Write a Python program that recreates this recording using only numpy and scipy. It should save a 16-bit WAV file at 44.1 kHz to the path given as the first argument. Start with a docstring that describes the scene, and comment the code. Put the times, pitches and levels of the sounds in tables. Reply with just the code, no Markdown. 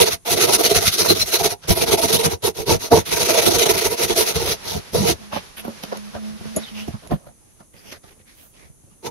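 """A thin hand saw rips to and fro through a hardwood post clamped to a bench, close to a two-port microphone.
Shaped noise makes the teeth rasp, and rings the post and bench with every stroke; a few squeaks stand out.
Then hands unclamp, turn and knock the loose post: noise scuffs and rings the wood, the steel clamp pin is tapped
and a low hum of wavering sine waves comes in spells. Last, the saw is set on a new line.
Room noise and a steady hiss run underneath throughout."""
import sys
import numpy as np
from scipy import signal
from scipy.fft import rfft, irfft, next_fast_len
from scipy.io import wavfile
from scipy.ndimage import uniform_filter1d

SR = 44100
rng = np.random.default_rng(int(sys.argv[2]) if len(sys.argv) > 2 else 0)


def write(x):
    x = np.atleast_2d(x).T
    wavfile.write(sys.argv[1], SR, np.round(np.clip(x, -1, 1) * 32767).astype(np.int16))


N = 401310
T = np.arange(N) / SR  # time in seconds

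# Resonances of the bench. Each row: pitch in Hz, width in Hz, relative level in dB.
BENCH_MODES = [(63, 35, -4), (89, 34, 9), (154.5, 30, 5.5), (211.2, 56, 1.5)]
# Tone of a scuff or tick. Each row: frequency in Hz, relative level in dB per Hz.
SCUFF_TONE = [(590, -39), (1000, -3), (1660, 2), (2060, 5), (3460, 4.5), (3930, 2.5), (6150, 2.5),
              (7390, -13.5), (11700, 0.5), (15600, -33)]


def undb(db):
    """Turn decibels into a plain gain."""
    return 10 ** (np.asarray(db) / 20)


def unit(x):
    """Scale a sound to an average (rms) level of 1."""
    return x / np.sqrt(np.mean(np.abs(x) ** 2))


def colour(x, points):
    """Filter by (Hz, dB) points joined on a log-frequency axis."""
    size = next_fast_len(N)
    hz, db = np.transpose(points)
    bin_hz = np.arange(size // 2 + 1) * SR / size
    gain = undb(np.interp(np.log(bin_hz + 1), np.log(hz), db))
    return irfft(rfft(x, size) * gain, size)[..., :N]


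def ring(x, hz, width):
    """One resonance as a turning, fading pointer; a wider one fades faster. Noise keeps about its level."""
    fade = np.exp(-np.pi * width / SR)
    turn = np.exp(2j * np.pi * hz / SR)
    return signal.lfilter([np.sqrt(1 - fade ** 2)], [1, -fade * turn], x)


def walk(rate):
    """A smooth random wander: rate new levels a second, smoothed twice, with a spread of 1."""
    k = int(SR / rate)
    steps = np.repeat(rng.standard_normal(N // k + 1), k)[:N]
    return unit(uniform_filter1d(uniform_filter1d(steps, k), k))


def adrift(share, rate):
    """A turning pointer that pulls a resonance off its pitch by a wandering share; raise it to the pitch in Hz."""
    return 2j * np.pi * np.cumsum(share * walk(rate)) / SR


def swells(table, steep):
    """Lopsided bells, 6 dB down after the rise or fall time, summed as power; one gain row per dB column."""
    power = np.zeros((len(table[0]) - 3, N))
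    for s, rise_ms, fall_ms, *dbs in table:
        near = slice(max(int((s - .3) * SR), 0), int((s + .3) * SR))
        late_ms = 1000 * (T[near] - s)
        drop_db = 6 * abs(late_ms / np.where(late_ms < 0, rise_ms, fall_ms)) ** steep
        power[:, near] += undb(np.array(dbs)[:, None] - drop_db) ** 2
    return np.sqrt(power)


def arches(starts, lengths_ms, peaks, dbs, bend):
    """Level follows speed: an arch from turn to turn with a short tail; one gain row per dB column."""
    overlap_ms, tail_ms = 3.2, 4.4  # each arch reaches past its turns, and starts early to allow for the tail
    power = np.zeros((len(dbs), N))
    for s, ms, peak, db in zip(starts, lengths_ms, peaks, np.transpose(dbs)):
        share = (1000 * (T - s) + overlap_ms + tail_ms) / (ms + 2 * overlap_ms)
        near = (share > 0) & (share < 1)
        speed = np.sin(np.pi * share[near] ** (np.log(.5) / np.log(peak)))
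        power[:, near] += (undb(db)[:, None] * abs(speed) ** bend) ** 2
    keep = np.exp(-1000 / (tail_ms * SR))
    return np.sqrt(abs(signal.lfilter([1 - keep], [1, -keep], power)))


def grains(rate, spread_db, smear_ms):
    """Noise for each port in short bursts: fibres that tear at random moments, a few harder than most."""
    hits = (rng.random(N) < rate / SR) * undb(spread_db * rng.exponential(size=N))
    k = max(int(smear_ms * SR / 1000), 1)
    power = uniform_filter1d(uniform_filter1d(hits ** 2, k), k)
    return unit(np.sqrt(abs(power)) * rng.standard_normal((2, N)))


def patches(x, low_hz, count, patchy_db, rate):
    """Bands half an octave apart swell and sink, each in its own time."""
    size = next_fast_len(N)
    both = rfft(x, size)
    bin_hz = np.arange(size // 2 + 1) * SR / size
    steps = 2 * np.log2(bin_hz / low_hz + 1e-9)  # half octaves above low_hz
    total = 0
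    for k in range(count):
        band = irfft(both * np.clip(1 - abs(steps - k), 0, 1), size)[:, :N]
        total = total + undb(patchy_db * walk(rate)) * band
    return unit(total)


def body(push, modes, alike):
    """A wooden body rung by a rough push; the ports share part of it, at a phase that wanders as things shift."""
    out, alike = 0, np.clip(alike, 0, 1)
    for hz, width, db in modes:
        # grip and depth of cut keep changing which modes speak, and at what pitch
        waver = undb(db + 2.0 * walk(16)) * np.exp(hz * adrift(0.018, 14))
        left, other = waver * ring(push, hz, max(width, 30))  # no mode is narrower than 30 Hz
        right = alike * left * np.exp(3j * walk(5)) + np.sqrt(1 - alike ** 2) * other
        out = out + np.array([left.real, right.real])
    # little sound leaves the body beyond its lowest and highest mode
    edges = signal.butter(2, [modes[0][0] / 1.5, modes[-1][0] * 1.4], "band", fs=SR, output="sos")
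    return signal.sosfilt(edges, out) * np.sqrt(2 / sum(undb(db) ** 2 for _, _, db in modes))


def microphone_hiss():
    """The steady hiss of the microphone: shaped noise at one level."""
    # Tone of the hiss. Each row: frequency in Hz, relative level in dB per Hz.
    hiss_tone = [(18, -17), (30, 5), (169, -1), (390, -8), (1370, -23.5), (1600, -48), (4450, -43.5),
                 (6250, -11.5), (7500, -21), (10500, -7.5), (15600, -48.5)]
    return unit(colour(rng.standard_normal((2, N)), hiss_tone)) * undb(-54)


def room_noise():
    """Flickering shaped noise, rising during the sawing, loudest near 4.5 s, then sinking away."""
    # Mean level of the room. Each row: time in seconds, level in dB before the flicker.
    room_levels = [(0, -59.5), (2.45, -59), (2.9, -45.5), (4.5, -38.5), (5.2, -44), (5.84, -43),
                   (6.55, -42.5), (6.86, -43.5), (6.92, -46), (7.15, -55.5), (7.3, -63), (9.1, -66.5)]
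    # Tone of the room. Each row: frequency in Hz, relative level in dB per Hz.
    room_tone = [(18, -54), (30, -2), (197, 0.5), (325, -7.5), (390, -2.5), (731, -7.5), (811, -4.5),
                 (6080, -9.5), (7910, -23), (11100, -12.5), (15600, -45)]
    noise = unit(colour(rng.standard_normal((2, N)), room_tone))
    level_db = np.interp(T, *np.transpose(room_levels))
    return noise * undb(level_db + 1.7 * walk(22))


def low_hum():
    """A low hum in spells: a sine wave and its multiples, with pitch and level that waver."""
    # Spells of hum. Each row: start in seconds, length in ms, middle pitch in Hz,
    # level in dB before the wavering and the multiples' own levels.
    spell_rows = [(5.2, 120, 208.5, -48), (5.58, 180, 213, -47.5), (5.885, 220, 208, -40.5),
                  (6.14, 230, 214, -37), (6.42, 230, 219.7, -39.5), (6.72, 160, 214, -39)]
    # Multiples of the pitch. 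Each row: multiple, relative level in dB.
    multiples = [(1, 5), (2, -26), (3, -14.5)]
    s, ms, hum_hz, hum_db = np.transpose(spell_rows)
    spells = arches(s, ms, np.full(len(s), .5), [hum_db], 0.15)  # flat-topped arches
    latest = np.maximum(np.searchsorted(s, T) - 1, 0)
    pitch_hz = hum_hz[latest] * (1 + 0.00196 * walk(3.9))
    turn = 2 * np.pi * np.cumsum(pitch_hz) / SR
    lag = np.array([[0], [2.5]])  # radians between the ports
    hum = sum(undb(db) * np.sin(k * turn + lag) for k, db in multiples) * np.sqrt(2)
    return hum * spells * undb(1.7 * walk(39))


def pin():
    """Taps on the steel clamp pin: a bright tick a few ms long, and short high modes when it is free to ring."""
    # Taps. Each row: time in seconds, push in dB for the tick, push in dB for the ring (both before filtering).
    tap_rows = [(5.585, -51, -63), (5.836, -24, -70), (5.972, -27.5, -49), (6.562, -41, -25.5),
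                (7.073, -38, -48)]
    # Ringing modes of the pin. Each row: pitch in Hz, relative level in dB, seconds to fade by 60 dB.
    pin_modes = [(6800, -6.5, 0.057), (10150, -11, 0.096), (11140, 0, 0.072)]
    push = np.zeros((2, 2, N))  # tick and ring, each for two ports
    shape = signal.windows.exponential(400, 40, 90.0, False)  # lengths in samples
    tick = rng.standard_normal((len(tap_rows), 2, 400)) * shape
    for (s, *dbs), burst in zip(tap_rows, tick):
        start = int(s * SR)
        push[..., start:start + burst.shape[1]] += undb(dbs)[:, None, None] * burst
    rings = 0
    for hz, db, t60 in pin_modes:
        width_hz = np.log(1000) / np.pi / t60
        rings = rings + undb(db) * ring(push[1], hz, width_hz).real
    return undb(13.5) * rings + colour(push[0], SCUFF_TONE)


def squeaks():
    """Short squeaks and one wide, bright rustle: noise riding on a gliding pitch under a bell-shaped level."""
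    # Squeaks and the rustle. Each row: middle in seconds, length in ms between the points 6 dB down,
    # start pitch in Hz, end pitch in Hz, noise width in Hz, gain of the noise at the middle in dB.
    squeak_rows = [(1.025, 29, 4030, 4140, 60, -28), (1.106, 38, 4120, 4110, 60, -15),
                   (1.223, 29, 4060, 4100, 60, -19), (1.349, 48, 4110, 4070, 80, -22),
                   (5.351, 24, 3650, 3510, 200, -38), (6.645, 35, 3900, 3500, 100, -38.5),
                   (6.685, 24, 3110, 3010, 100, -38.5), (6.811, 60, 2304, 3040, 351, -39),
                   (7.79, 37, 4950, 4850, 250, -51.5), (8.3, 39, 2200, 2300, 250, -63),
                   (8.41, 60, 2500, 2910, 250, -60), (8.62, 80, 2300, 2250, 199.4, -64),
                   (8.925, 40, 2850, 2800, 198, -68.5), (8.43, 120, 12360, 12240, 1990, -52)]
    out = np.zeros((2, N))
    noise = rng.standard_normal((len(squeak_rows), 2, 8000))
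    for (s, ms, start_hz, end_hz, width_hz, db), rough in zip(squeak_rows, noise):
        near = int(s * SR) + np.arange(-4000, 4000)
        x = (T[near] - s) * 1000 / ms  # -0.5 at the start of the glide, 0.5 at its end
        pitch_hz = np.interp(x, [-.5, .5], [start_hz, end_hz])
        turn = 2 * np.pi * np.cumsum(pitch_hz) / SR
        squeak = ring(rough, 0, width_hz).real * np.sin(turn) * np.sqrt(2)
        out[:, near] += undb(db - 24 * x ** 2) * squeak
    return out


def hands():
    """Skin scuffs; knocks on an edge ring the loose post's upper modes, on a face the lower; drops thump the bench."""
    # Resonances of the post out of the clamp. Each row: pitch in Hz, width in Hz, relative level in dB.
    loose_modes = [(213, 28, 5), (311.6, 57, 0), (401, 64, 0), (553.5, 93, 1.5), (694.2, 90, 0.5),
                   (863, 67, 0), (1030, 140, 1.5), (1238, 140, 0.5), (1430, 130, -5), (1745, 240, -5)]
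    # Knocks of timber and clamp. Each row: peak time in seconds, then levels in dB before the mix below:
    # scuff, edge, face, bench.
    knock_rows = [(5.332, -35, -26.5, -35, -49), (5.364, -35, -27.5, -47, -46), (5.651, -42, -37, -33, -38),
                  (5.681, -43, -37, -28.5, -38), (5.836, -34.5, -41, -36.5, -44),
                  (5.925, -37, -27.5, -33, -55), (5.958, -43, -40, -43, -45),
                  (6.151, -44.5, -31, -31, -33.5), (6.41, -66, -52, -39, -32),
                  (6.455, -58, -44.5, -42, -31), (6.567, -35.5, -32, -19.5, -32),
                  (6.883, -41, -46, -28.5, -27), (6.941, -58, -42, -43, -26), (7.117, -37, -32, -17.5, -25),
                  (7.135, -44, -37, -35, -19.5), (7.269, -52, -43, -47, -36), (7.605, -58.5, -49, -51, -51),
                  (7.742, -56, -58, -58.5, -44.5), (7.925, -34, -44.5, -58, -50),
                  (8.041, -51.5, -53, -58, -50), (8.2, -56, -71, -61, -52), (8.7, -65, -68, -66, -45.5),
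                  (8.84, -72, -76, -58, -47.5), (8.88, -72, -69, -61, -58), (8.914, -66.5, -65, -66, -48)]
    # Hands and blade slide over timber. Each row: start in seconds, length in ms, then levels in dB
    # before the mix below: scuff, wood.
    rub_rows = [(1.624, 67, -40.5, -41.5), (2.41, 22, -56, -51.5), (5.18, 75, -50, -48.5),
                (5.32, 85, -38, -39), (5.57, 42, -35, -45.5), (6.2, 170, -61, -48), (6.6, 126, -42, -56),
                (6.74, 91, -39, -46.5), (7.02, 63, -51, -43.5), (7.199, 120, -75, -50),
                (7.38, 130, -70, -65), (7.49, 48, -62, -63), (7.74, 140, -52, -57.5),
                (7.83, 150, -44, -47.5), (8.05, 90, -50.5, -55), (8.14, 74, -70, -60),
                (8.26, 100, -52, -63), (8.359, 120, -53, -57.5), (8.53, 165, -53.5, -52.5), ]
    # How a rub's wood level is shared out: dB added for edge, face, bench.
    wood_share_db = (-6, 0.5, 3)
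    rise_ms, fall_ms = 7, 15.7
    blow_db, blow_ms = 2.5, 1.07  # the first hard contact of a knock

    knocks = swells([(s, rise_ms, fall_ms, *dbs) for s, *dbs in knock_rows], 1.26)
    s, ms, scuff_db, wood_db = np.transpose(rub_rows)
    rub_dbs = [scuff_db, *(wood_db + db for db in wood_share_db)]
    rubs = arches(s, ms, np.full(len(s), .5), rub_dbs, 0.61)
    scuff, edge, face, bench = np.hypot(knocks, rubs)

    upper = [mode for mode in loose_modes if mode[0] > 480]
    lower = [mode for mode in loose_modes if mode[0] < 800]
    push, skin = grains(1200, 1.2, 4.0), grains(1500, 1.2, 4.0)
    blows = np.bincount([int(row[0] * SR) for row in knock_rows], minlength=N)
    push = push + undb(blow_db) * np.convolve(blows, np.hanning(int(blow_ms * SR / 1000)), "same")
    scuffs = scuff * patches(colour(skin, SCUFF_TONE), 705, count=10, patchy_db=4.0, rate=14)
    return (scuffs + undb(0.5) * body(edge * push, upper, 1.0)
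            + undb(-1.0) * body(face * push, lower, 0.92)
            + undb(-4.0) * body(bench * push, BENCH_MODES, 1.0))


def teeth(band_db=-10, width_hz=45):
    """Rasp of the teeth: torn noise mixed with 30 narrow noise bands whose levels wander and whose pitches
    drift together; half-octave bands swell and sink."""
    # Tone of the rasp. Each row: frequency in Hz, relative level in dB per Hz.
    rasp_tone = [(650, -37.5), (1100, -6), (1310, -0.5), (1730, -7), (2000, -1.5), (3230, -1.5),
                 (3990, 2.5), (4980, -1.5), (6210, 2.5), (6570, -1), (7260, -14), (7760, -13.5), (10900, 1),
                 (15600, -17)]
    tear = grains(4000, 1.2, 1.8)
    bands_hz = 1500 * 8 ** ((np.arange(30) + rng.random(30)) / 30)  # spread over three octaves
    drift = adrift(0.02, 3)
    bands = 0
    for hz in bands_hz:
        band = (ring(tear, hz, width_hz) * np.exp(hz * drift)).real
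        bands = bands + undb(5.5 * walk(20)) * band * np.sqrt(hz)
    rasp = colour(tear + undb(band_db) * unit(bands), rasp_tone)
    return patches(rasp, 600, count=11, patchy_db=1.8, rate=22)


def sawing():
    """Each stroke rasps, booms in the clamped post and thumps the bench; short extra bursts swell all three."""
    # Strokes, pull and push in turn, a pull first. Each row: start in seconds, length in ms,
    # then levels in dB before the mix below: rasp, post, bench.
    stroke_rows = [(-0.03, 84, -13, -16.5, -26.5), (0.055, 46, -18.0, -20.5, -36.5),
                   (0.102, 54.4, -19.5, -31.5, -32.5), (0.254, 55, -22, -23, -40.5),
                   (0.293, 62.5, -14.5, -19.5, -23), (0.361, 38, -19, -17.5, -36),
                   (0.391, 77, -12.5, -19.5, -24), (0.468, 57, -18.5, -14, -30.5),
                   (0.52, 52.5, -11.5, -20.5, -26.5), (0.581, 50, -18, -17, -36),
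                   (0.631, 53.5, -12.5, -20.5, -28.5), (0.69, 48, -17.0, -19, -30),
                   (0.74, 56, -12, -20, -20), (0.8, 61, -19, -25.5, -35), (0.848, 58, -13, -25, -23.5),
                   (0.912, 61, -19.5, -28, -43.5), (0.972, 69.5, -15, -22, -26.5),
                   (1.039, 45, -19, -20, -31), (1.078, 60.4, -13.5, -32, -20.5), (1.145, 49, -22, -26, -36),
                   (1.189, 54.5, -18, -25.5, -25), (1.25, 75, -24.5, -31, -35),
                   (1.318, 61.4, -15, -21.5, -35), (1.385, 42, -20.5, -18.5, -25.5),
                   (1.429, 55.4, -14.5, -16.5, -26), (1.489, 55, -24.5, -25, -34),
                   (1.678, 66, -17, -17.5, -21), (1.751, 62, -22, -21.5, -31), (1.803, 46, -17, -19.5, -23),
                   (1.861, 51, -21.5, -19, -27.5), (1.907, 51.6, -15.5, -15, -21),
                   (1.973, 37, -22.5, -18, -34.5), (2.012, 61.5, -17, -20, -23),
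                   (2.076, 43, -20, -19.5, -30.5), (2.117, 62.4, -15, -17.5, -20),
                   (2.184, 40, -22.5, -18, -25.5), (2.223, 68, -20, -17.5, -14.5),
                   (2.292, 63, -25.5, -24.5, -29), (2.425, 80, -20.5, -20, -24),
                   (2.546, 104, -30.5, -27, -29.5), (2.66, 115, -19.5, -16, -18.5),
                   (2.789, 106, -28, -29.5, -39), (2.907, 119, -21.5, -18.5, -22.5),
                   (3.052, 64, -24.5, -34, -36), (3.107, 51.5, -17, -19.5, -24),
                   (3.157, 37, -19.5, -22.5, -35.5), (3.193, 52, -15.5, -20, -20.5),
                   (3.245, 35, -18.5, -24.5, -44), (3.279, 53, -14.5, -17, -27.5),
                   (3.33, 40, -18.5, -18, -37.5), (3.364, 47, -14, -14.5, -27),
                   (3.413, 41, -18, -19.5, -40), (3.45, 48, -14.5, -14, -18.5),
                   (3.498, 37, -17, -19.5, -33), (3.533, 41.6, -13.5, -17, -20),
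                   (3.58, 32, -16, -21, -32.5), (3.609, 40, -15, -18.5, -36),
                   (3.656, 22.5, -15.5, -15.5, -41.5), (3.685, 40.6, -12, -13, -28),
                   (3.735, 31, -20, -20, -29), (3.765, 41, -15.5, -20, -31.5), (3.81, 23, -19, -21, -39.5),
                   (3.835, 54, -16, -20.5, -25.5), (3.893, 66, -23.5, -22.5, -33),
                   (3.964, 114, -21.5, -21.5, -35.5), (4.071, 77, -21.5, -20.5, -33.5),
                   (4.15, 99, -16, -19, -33), (4.247, 90, -20.5, -24, -43.5), (4.333, 170, -27, -28, -27.0),
                   (4.439, 119, -22, -26, -30.5), (4.623, 186, -29.0, -29, -34.5),
                   (4.922, 130, -25.5, -24.5, -19.5), (5.008, 85, -26, -23, -22.5),
                   (5.058, 79, -18, -21.5, -23.5), (9.028, 71, -40, -32, -31)]
    # Short extra bursts of sawing: rasp, post and bench swell briefly at these times.
    # Each row: peak time in seconds, then levels in dB before the mix below: rasp, post, bench.
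    burst_rows = [(1.106, -17.5, -14, -25.5), (1.704, -28, -29, -12.5), (2.255, -16.5, -23, -26),
                  (2.72, -24.5, -13.5, -16.5), (2.928, -24, -6.5, -12), (2.975, -26, -14.5, -14.5),
                  (4.039, -19, -25.5, -23.5), (4.361, -21.5, -21.5, -23.5), (4.52, -23, -30, -27),
                  (4.76, -47, -30.5, -23), (4.954, -24, -19, -40), (5.09, -34, -19.5, -29.5),
                  (9.066, -32.5, -39.5, -35.5)]
    # Resonances of the clamped post. Each row: pitch in Hz, width in Hz, relative level in dB.
    post_modes = [(256.4, 180, -6), (356.2, 54, 2), (449.6, 35, 7), (560.4, 41, -8.5), (683.3, 39, 1.5),
                  (819, 23, -8.5), (929, 45, -2.5), (1088, 100, -13)]
    rise_ms, fall_ms = 12, 14.5
    s, ms, *dbs = np.transpose(stroke_rows)
    bursts = swells([(at, rise_ms, fall_ms, *db) for at, *db in burst_rows], 2.2)
    # blade speed rises and falls between two turns of the hand, highest just before the middle
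    strokes = arches(s, ms, np.full(len(s), 0.48), dbs, 1.22)
    rasp, post, bench = np.hypot(strokes, bursts)
    bite, shove = grains(900, 1.0, 4.0), grains(600, 1.2, 2.0)
    return (undb(0.58) * rasp * teeth()
            + undb(-0.22) * body(post * bite, post_modes, 0.83)
            + undb(-2.2) * body(bench * shove, BENCH_MODES, 0.5))


def walls(x):
    """The workshop answers the saw: a short, dull tail of echoes made of fading noise, different at each port."""
    level_db, t60_s, dull_hz = -20.5, 0.11, 500
    t = T[:SR // 2]
    tail = rng.standard_normal((2, len(t))) * undb(-60 * t / t60_s)
    tail = signal.lfilter(*signal.butter(1, dull_hz, fs=SR), tail)
    tail = tail / np.sqrt(np.sum(tail ** 2) / 2)
    return undb(level_db) * signal.fftconvolve(x, tail, axes=1)[:, :N]


def scene():
    """Add all the sources together; only the saw gets echoes."""
    background = microphone_hiss() + room_noise() + low_hum()
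    saw = sawing()
    return background + pin() + squeaks() + hands() + saw + walls(saw)


def record(dry):
    """The two ports favour different bands; peaks clip at full scale; the top is cut."""
    # Difference between the ports. Each row: frequency in Hz, left minus right in dB.
    port_balance = [(60, -4), (110, 1.5), (200, -2.5), (380, -6), (700, -4.5), (1290, -1.5), (2380, -2.5),
                    (4400, 0), (8120, 4.5), (15000, -10)]
    left = colour(dry[0], [(hz, db / 2) for hz, db in port_balance])
    right = colour(dry[1], [(hz, -db / 2) for hz, db in port_balance])
    top_cut = signal.ellip(10, .2, 70, 15680, fs=SR, output="sos")  # low-pass at 15680 Hz
    return signal.sosfilt(top_cut, np.clip([left, right], -1, 1))


dry = scene()
out = record(dry)
write(out)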